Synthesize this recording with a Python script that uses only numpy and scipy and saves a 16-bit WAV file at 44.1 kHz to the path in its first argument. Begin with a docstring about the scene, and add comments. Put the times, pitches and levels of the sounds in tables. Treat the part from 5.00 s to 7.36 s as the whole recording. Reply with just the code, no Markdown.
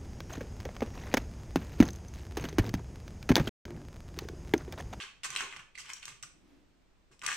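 """Small metal charms clink and rattle as fingers stir them in a shallow dish on a cloth-covered table.
Each impact gives a damped knock on the dish, a crack of metal on metal and a brief ring of the charm's
modes; a push of the fingers sets off many impacts. The dish resonates and a small room reverberates.
Pressing on the dish makes soft thuds. The hand lifts away with a rub of the sleeve, then dips in again,
over quiet room noise and a low hum."""
import sys
import numpy as np
from scipy import signal
from scipy.fft import rfft, irfft
from scipy.io import wavfile

SR = 44100
rng = np.random.default_rng(int(sys.argv[2]) if len(sys.argv) > 2 else 0)


def to_wav(sig):
    """Store sig (one row per channel, or 1-D mono) as 16-bit WAV at the path in sys.argv[1].

    Samples outside -1..1 are clipped; the rate is SR.
    """
    pcm = np.clip(np.atleast_2d(sig), -1, 1) * 32767
    pcm = np.round(pcm).astype(np.int16)
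    wavfile.write(sys.argv[1], SR, pcm.T)  # frames by channels


N = 104164
CHARM_HZ = 5950  # nominal pitch of a charm of middle size


def amp(db):
    """Amplitude ratio of a level in decibels."""
    return 10 ** (np.asarray(db) / 20)


def unit_rms(x):
    """Normalisation to a mean power of 1."""
    return x / np.sqrt(np.mean(x ** 2) + 1e-20)


def unit_energy(x):
    """Normalisation to an energy of 1, averaged over the channels."""
    return unit_rms(x) / np.sqrt(x.shape[-1])


def curve_at(points, hz):
    """Interpolation of (frequency, value) points on a logarithmic frequency axis."""
    f, value = np.transpose(points)
    return np.interp(np.log(hz + 1), np.log(f + 1), value)


def add(mix, start_s, sound):
    """Superposition of a stereo sound on the mix."""
    part = mix[:, max(round(start_s * SR), 0):][:, :sound.shape[1]]
    part += sound[:, :part.shape[1]]


def white_pair(size, correlation):
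    """Partial coherence: two channels of white noise share a common part."""
    left, other = rng.standard_normal((2, size))
    return np.array([left, correlation * left + np.sqrt(1 - correlation ** 2) * other])


def noise(gain, correlation):
    """Spectral shaping: stereo noise of rms 1 whose amplitude spectrum follows gain(frequency)."""
    spectrum = rfft(white_pair(N, correlation)) * gain(np.fft.rfftfreq(N, 1 / SR))
    return unit_rms(irfft(spectrum, N))


def coloured(x, points, size=4096):
    """Minimum-phase filtering: the phase follows from the log gain by the Hilbert transform."""
    log_gain = np.log(amp(curve_at(points, abs(np.fft.fftfreq(size, 1 / SR)))))
    taps = np.fft.ifft(np.exp(np.conj(signal.hilbert(log_gain)))).real[:size // 2]
    return signal.oaconvolve(x, taps[None], axes=1)[:, :N]


def air(noise_db=-67, hum_hz=47.2, hum_db=-74):
    """Ambient noise: a continuous spectrum, strongest in the bass, plus one pure low hum."""
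    # room noise spectrum: (frequency [Hz], relative spectral density [dB])
    spectrum = [(20, 0), (40, -13), (70, -8.5), (110, -10.5), (200, -13), (300, -16), (630, -20.5),
                (1000, -23.5), (2800, -28), (8500, -38), (10300, -52), (15000, -47)]
    hum = np.sqrt(2) * np.sin(2 * np.pi * (hum_hz * np.arange(N) / SR + rng.random()))
    return amp(noise_db) * noise(lambda f: amp(curve_at(spectrum, f)), correlation=0.21) + amp(hum_db) * hum


def sleeve():
    """Sliding friction: the sleeve makes a dull noise as the arm draws back over the table."""
    # swell and fade of the rub: (time [s], level [dB])
    swell = [(1.25, -74), (1.31, -70), (1.42, -66.5), (1.5, -62.5), (1.57, -64), (1.66, -71.5),
             (1.93, -77.5), (2.081, -92)]
    # spectrum of the rub: (frequency [Hz], relative level [dB])
    spectrum = [(100, -16), (190, -2.5), (230, -8), (295, 4), (400, -8), (480, -15), (750, -20),
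                (1100, -21), (2500, -23), (6000, -30.5), (12000, -42)]
    times, db = np.transpose(swell)
    envelope = amp(np.interp(np.arange(N) / SR, times, db, left=-120, right=-120))
    return envelope * noise(lambda f: amp(curve_at(spectrum, f)), correlation=0.5)


def presses(thud_hz=128, thud_width_hz=80, hollow_hz=391, hollow_width_hz=37):
    """Resonance: fingers press the dish on the table, exciting a soft thud and a hollow low ring."""
    # finger presses: (time [s], twice the time until the decay begins [s], thud [dB], hollow ring [dB])
    bumps = [(0, 0.04, -74, -64.5), (0.244, 0.17, -65, -73.5), (0.324, 0.089, -72, -65),
             (0.42, 0.063, -74, -55.5), (0.532, 0.15, -66, -74), (0.787, 0.26, -72.5, -81),
             (1.065, 0.17, -67.5, -75.5), (1.216, 0.02462, -65, -85), (2.104, 0.038, -73, -65),
             (2.217, 0.15, -64, -68)]
    t, out = np.arange(N) / SR, np.zeros((2, N))
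    thud = noise(lambda f: 1 / (1 + ((f - thud_hz) / thud_width_hz * 2) ** 2), correlation=1)
    hollow = noise(lambda f: 1 / np.hypot(1, (f - hollow_hz ** 2 / (f + 1)) / hollow_width_hz)
                   / (1 + (f / 900) ** 4), correlation=0.91)
    for start, length, thud_db, hollow_db in bumps:
        attack = np.clip((t - start) / 0.012, 0, 1)
        decay = amp(-260 * np.maximum(t - start - length / 2, 0))  # 260 dB per second
        out += attack * decay * (amp(thud_db) * thud + amp(hollow_db) * hollow)
    return out


def room(x, scatter_db=-6, scatter_s=0.0056, tail_db=-5, crossfade_s=.07):
    """Reflection: early scatter from hand, rim and table, then the room's diffuse reverberation."""
    # reverberation time of the room: (frequency [Hz], T60 [s])
    t60 = [(200, 0.78), (1300, 0.36), (3000, 0.44), (8000, 0.37), (14000, 0.27)]
    t, out = np.arange(SR // 2) / SR, x.copy()
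    for k in range(3):  # three random responses crossfade in turn, so no steady tones ring out
        scatter = unit_energy(rng.standard_normal((2, len(t))) * (t > .0006) * np.exp(-t / scatter_s))
        hz, age, bands = signal.stft(white_pair(len(t), correlation=0.53), SR, nperseg=256)
        decay = amp(-60 * age / curve_at(t60, hz)[:, None])
        tail = signal.istft(bands * decay, SR, nperseg=256)[1][:, :len(t)]
        tail = unit_energy(tail * np.minimum(t / 0.012, 1))
        response = amp(scatter_db) * scatter + amp(tail_db) * tail
        turn = (np.arange(N) / SR / crossfade_s + k) % 3
        weight = np.sin(np.pi / 2 * np.minimum(turn, 2))
        out += signal.fftconvolve(x * weight, response, axes=1)[:, :N]
    return out


def dish(x):
    """Forced vibration: each impact drives the dish's modes, which ring on faintly."""
    # modes of the dish: (frequency [Hz], relative gain at resonance [dB], T60 [s])
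    modes = [(1021, -23.5, .12), (1206, -27, 0.075), (1355, -25.5, 0.11), (1439, -22.5, 0.053),
             (1530, -27, 0.14), (2320, -24.5, 0.39), (2480, -25, 0.086), (2637, -28, .14),
             (2804, -24, 0.21), (3074, -17, .14)]
    t = np.arange(SR // 3) / SR
    ring = np.zeros(len(t))
    for hz, db, t60 in modes:
        envelope = amp(db - 60 * t / t60) * 220 / (t60 * SR)
        ring += envelope * np.sin(2 * np.pi * (hz * t + rng.random()))
    return x + signal.oaconvolve(x, ring[None], axes=1)[:, :N]


def impact(knock_db, knock_hz, decay_cycles, crack_db, ring_db, charm_hz, ring_s, size=9000):
    """Impact excitation: a damped knock on the dish, a metallic crack and the charm's free vibration."""
    # modes of a charm of middle size: (frequency [Hz], relative level [dB], T60 / ring time [ratio])
    charm_modes = [(5891, 0, 0.63), (6076, -6, .6), (6960, -5.5, 0.55), (8000, -3.5, 0.39),
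                   (8700, -11, 0.22), (12740, -4.5, .6), (14370, -11, .5)]
    t = np.arange(size) / SR
    arrival_s = .00005 * abs(rng.standard_normal((2, 1)))
    cycles = knock_hz * np.maximum(t - arrival_s, 0)
    knock = unit_energy(cycles * np.exp(-cycles / decay_cycles) * np.sin(2 * np.pi * cycles))
    hz, db, share = np.transpose(charm_modes)[:, :, None]
    modes = amp(db - 60 * t / (share * ring_s)) * np.exp(2j * np.pi * hz * charm_hz / CHARM_HZ * t)
    phases = rng.random(len(modes)) + .19 * rng.standard_normal((2, len(modes)))  # per channel and mode
    rise = 1 - np.exp(-t / 0.0012)
    ring = unit_energy((np.exp(2j * np.pi * phases) @ modes).real * rise)
    highpass = signal.butter(2, 4200, "high", fs=SR)
    hiss = signal.lfilter(*highpass, white_pair(size, correlation=0.16))
    hiss = signal.lfilter([1, 1], [1], hiss)  # softens the top octave
    crack = unit_energy(hiss * rise * np.exp(-t / 0.001))
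    span = np.sqrt(.003 * SR)  # unit energy becomes rms 1 over 3 ms
    pan = amp(1.5 * rng.standard_normal() * np.array([[1], [-1]]))
    return span * pan * (amp(knock_db) * knock + amp(crack_db) * crack + amp(ring_db) * ring)


def charms(impacts_per_s=650, fall_db=21):
    """Superposition of impacts: single clinks, and random rattles that swell and die with each push."""
    # single impacts, before colouring: (time [s], knock level [dB], knock pitch [Hz],
    # knock decay [cycles], crack level [dB], ring level [dB], charm pitch [Hz], ring time [s])
    clinks = [(0.028, -44.5, 1600, 1.5, -61, -43, 4380, 0.0134),
              (0.037, -37.5, 1620, 0.74, -65, -44, 5660, 0.0097),
              (0.2448, -35.5, 2000, 1.2, -32.5, -57, 5900, .015),
              (0.3036, -38, 1900, 0.46, -36, -35, 6050, 0.014),
              (0.3513, -35.5, 1840, 0.39, -36.5, -52, 6700, .015),
              (.362, -25, 2500, 0.48, -33, -32.5, 4150, 0.0089),
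              (.371, -47, 2340, 0.43, -30.5, -48, 5930, 0.0105),
              (.407, -31, 1460, 0.39, -42, -34.5, 5700, 0.0196),
              (.526, -39.5, 2170, 0.46, -59, -57.5, 6000, .015),
              (.536, -39.5, 1910, 0.75, -64, -67, 5828, .015),
              (0.5637, -39.5, 2150, 0.48, -48.5, -50.5, 5400, 0.01982),
              (.569, -42, 1901, 0.233, -48, -53, 6710, 0.0096),
              (0.594, -43.5, 1700, 0.84, -57, -53.5, 5866, 0.016),
              (.7535, -42, 2244, 1.6, -55.5, -56, 4700, .01),
              (.777, -38.5, 2060, 1.7, -49, -59, 5870, 0.017),
              (0.7841, -38, 2040, 2, -42.5, -45.5, 6130, 0.021),
              (.857, -56.5, 2290, 1.04, -61, -51, 5760, .015),
              (0.9023, -38, 2095, 0.57, -59, -50, 5600, .015),
              (0.9339, -64, 2397, 0.78, -38, -33, 5740, 0.0253),
              (1.029, -42, 2360, 1, -55, -51, 4410, 0.022),
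              (1.0544, -45, 2270, 0.45, -36, -36.5, 5940, 0.0052),
              (1.0805, -39, 1840, 0.35, -42, -46.5, 6200, .015),
              (1.089, -50, 1602, 0.45, -44, -44, 5740, 0.0127),
              (1.2264, -46, 2298, 0.73, -37.5, -38.5, 5970, 0.1),
              (1.2353, -40.5, 1738, 0.49, -47, -47, 7400, 0.01),
              (2.1143, -62, 1500, .7, -66, -74, 5600, 0.016),
              (2.193, -62, 2380, 0.32, -52.5, -56, 5762, .02),
              (2.217, -41.5, 2452, 0.62, -50, -50, 5530, 0.035),
              (2.223, -41.5, 1664, 0.57, -50, -58, 6090, .015),
              (2.234, -50, 1920, .8, -54, -55.5, 7000, 0.014),
              (2.238, -45, 1940, .8, -53, -45.5, 6853, .015),
              (2.2639, -28.5, 2100, 0.64, -24.5, -27.5, 5898, 0.0079),
              (2.2778, -27.5, 1801, 0.47, -51, -45.5, 5842, .015),
              (2.2818, -54, 2000, .7, -53, -32, 7450, 0.0078),
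              (2.2877, -25, 1690, 0.83, -54, -36, 5570, 0.016),
              (2.2935, -34.5, 1460, 2.4, -45, -51, 6100, .015),
              (2.307, -53, 1530, 1.05, -42, -47, 6600, .015),
              (2.3166, -27, 1836, 0.63, -42, -41, 6120, 0.017),
              (2.328, -31, 1780, 0.52, -41, -36, 5840, .03)]
    # pushes through the heap: (time [s], rise [s], fall [s], relative knock level [dB],
    # median knock pitch [Hz], relative metal level [dB])
    rattles = [(0, 0.001, 0.096, -38.5, 2160, -46.5), (0.231, 0.0044, 0.032, -37, 2160, -36.5),
               (.244, 0.004767, 0.028, -33.5, 1940, -33.5), (0.259, 0.0041, 0.014, -44.5, 1550, -42.5),
               (.29, .04, 0.077, -43.5, 1960, -46.5), (.36, 0.051, 0.075, -35, 1852, -40.5),
               (.47, .06, .12, -49, 1830, -56), (0.586, .012, .045, -48, 1720, -59.5),
               (.745, 0.012, .025, -54.5, 2598, -61), (.772, 0.025, 0.049, -48.5, 2230, -43.5),
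               (.83, .03, .06, -51.5, 1930, -54.5), (.875, 0.025, 0.051, -44, 1889, -46),
               (.955, .01, 0.042, -51.5, 2080, -51.5), (1.02, .01, .025, -46, 2530, -49.5),
               (1.06, 0.026, 0.073, -49, 2052, -50.5), (1.227, .008, 0.0082, -44, 2021, -40.5),
               (2.113, 0.0065, 0.063, -64, 1710, -63), (2.231, 0.0068, 0.062, -37, 1820, -41.5),
               (2.262, 0.045, 0.057, -35.5, 2020, -40.5), (2.32, 0.011, 0.065, -42, 2045, -38.5)]
    # colouring of all impacts: (frequency [Hz], gain [dB])
    colour = [(100, -10.5), (400, -8.5), (700, -12.5), (930, -2.5), (1100, -1.5), (1400, -6), (1900, -7.5),
              (2800, -1), (3400, -2), (4200, -1.5), (4900, -5.5), (5900, -4.5), (6800, -4.5), (8000, -1),
              (9200, -6.5), (10400, -18.5), (13000, -19.5), (15000, -20)]
    out = np.zeros((2, N))
    for start, *clink in clinks:
        add(out, start, impact(*clink))
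    for start, rise, fall, knock_db, knock_hz, metal_db in rattles:
        for k in range(int((rise + fall) * impacts_per_s)):
            age = (k + rng.random()) / impacts_per_s
            force, brightness, knock_shift, charm_shift = np.clip(rng.standard_normal(4), -1.6, 1.6)
            swell_db = 20 * np.log10(min(age / rise, 1) + 1e-6) - fall_db * max(age - rise, 0) / fall
            strike_db = swell_db + 2.5 * (force - 1)
            bright_db = metal_db + strike_db + 2 * brightness - 3
            sound = impact(knock_db + strike_db, knock_hz * 2 ** (0.41 * knock_shift), decay_cycles=0.47,
                           crack_db=bright_db, ring_db=bright_db,
                           charm_hz=CHARM_HZ * 2 ** (.22 * charm_shift), ring_s=0.032, size=1600)
            add(out, start + age, sound)
    return coloured(out, colour)


def scene():
    """Linear superposition: the pressures of all sources add at the microphone."""
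    return air() + presses() + sleeve() + room(dish(charms()))


def record(dry):
    """A level difference leans the image slightly right; a low-pass filter limits the bandwidth."""
    leaned = dry * amp([[-.5], [.5]])
    lowpass = signal.firwin(511, 15600, window=("kaiser", 9), fs=SR)
    return signal.oaconvolve(leaned, lowpass[None], "same")


dry = scene()
out = record(dry)
to_wav(out)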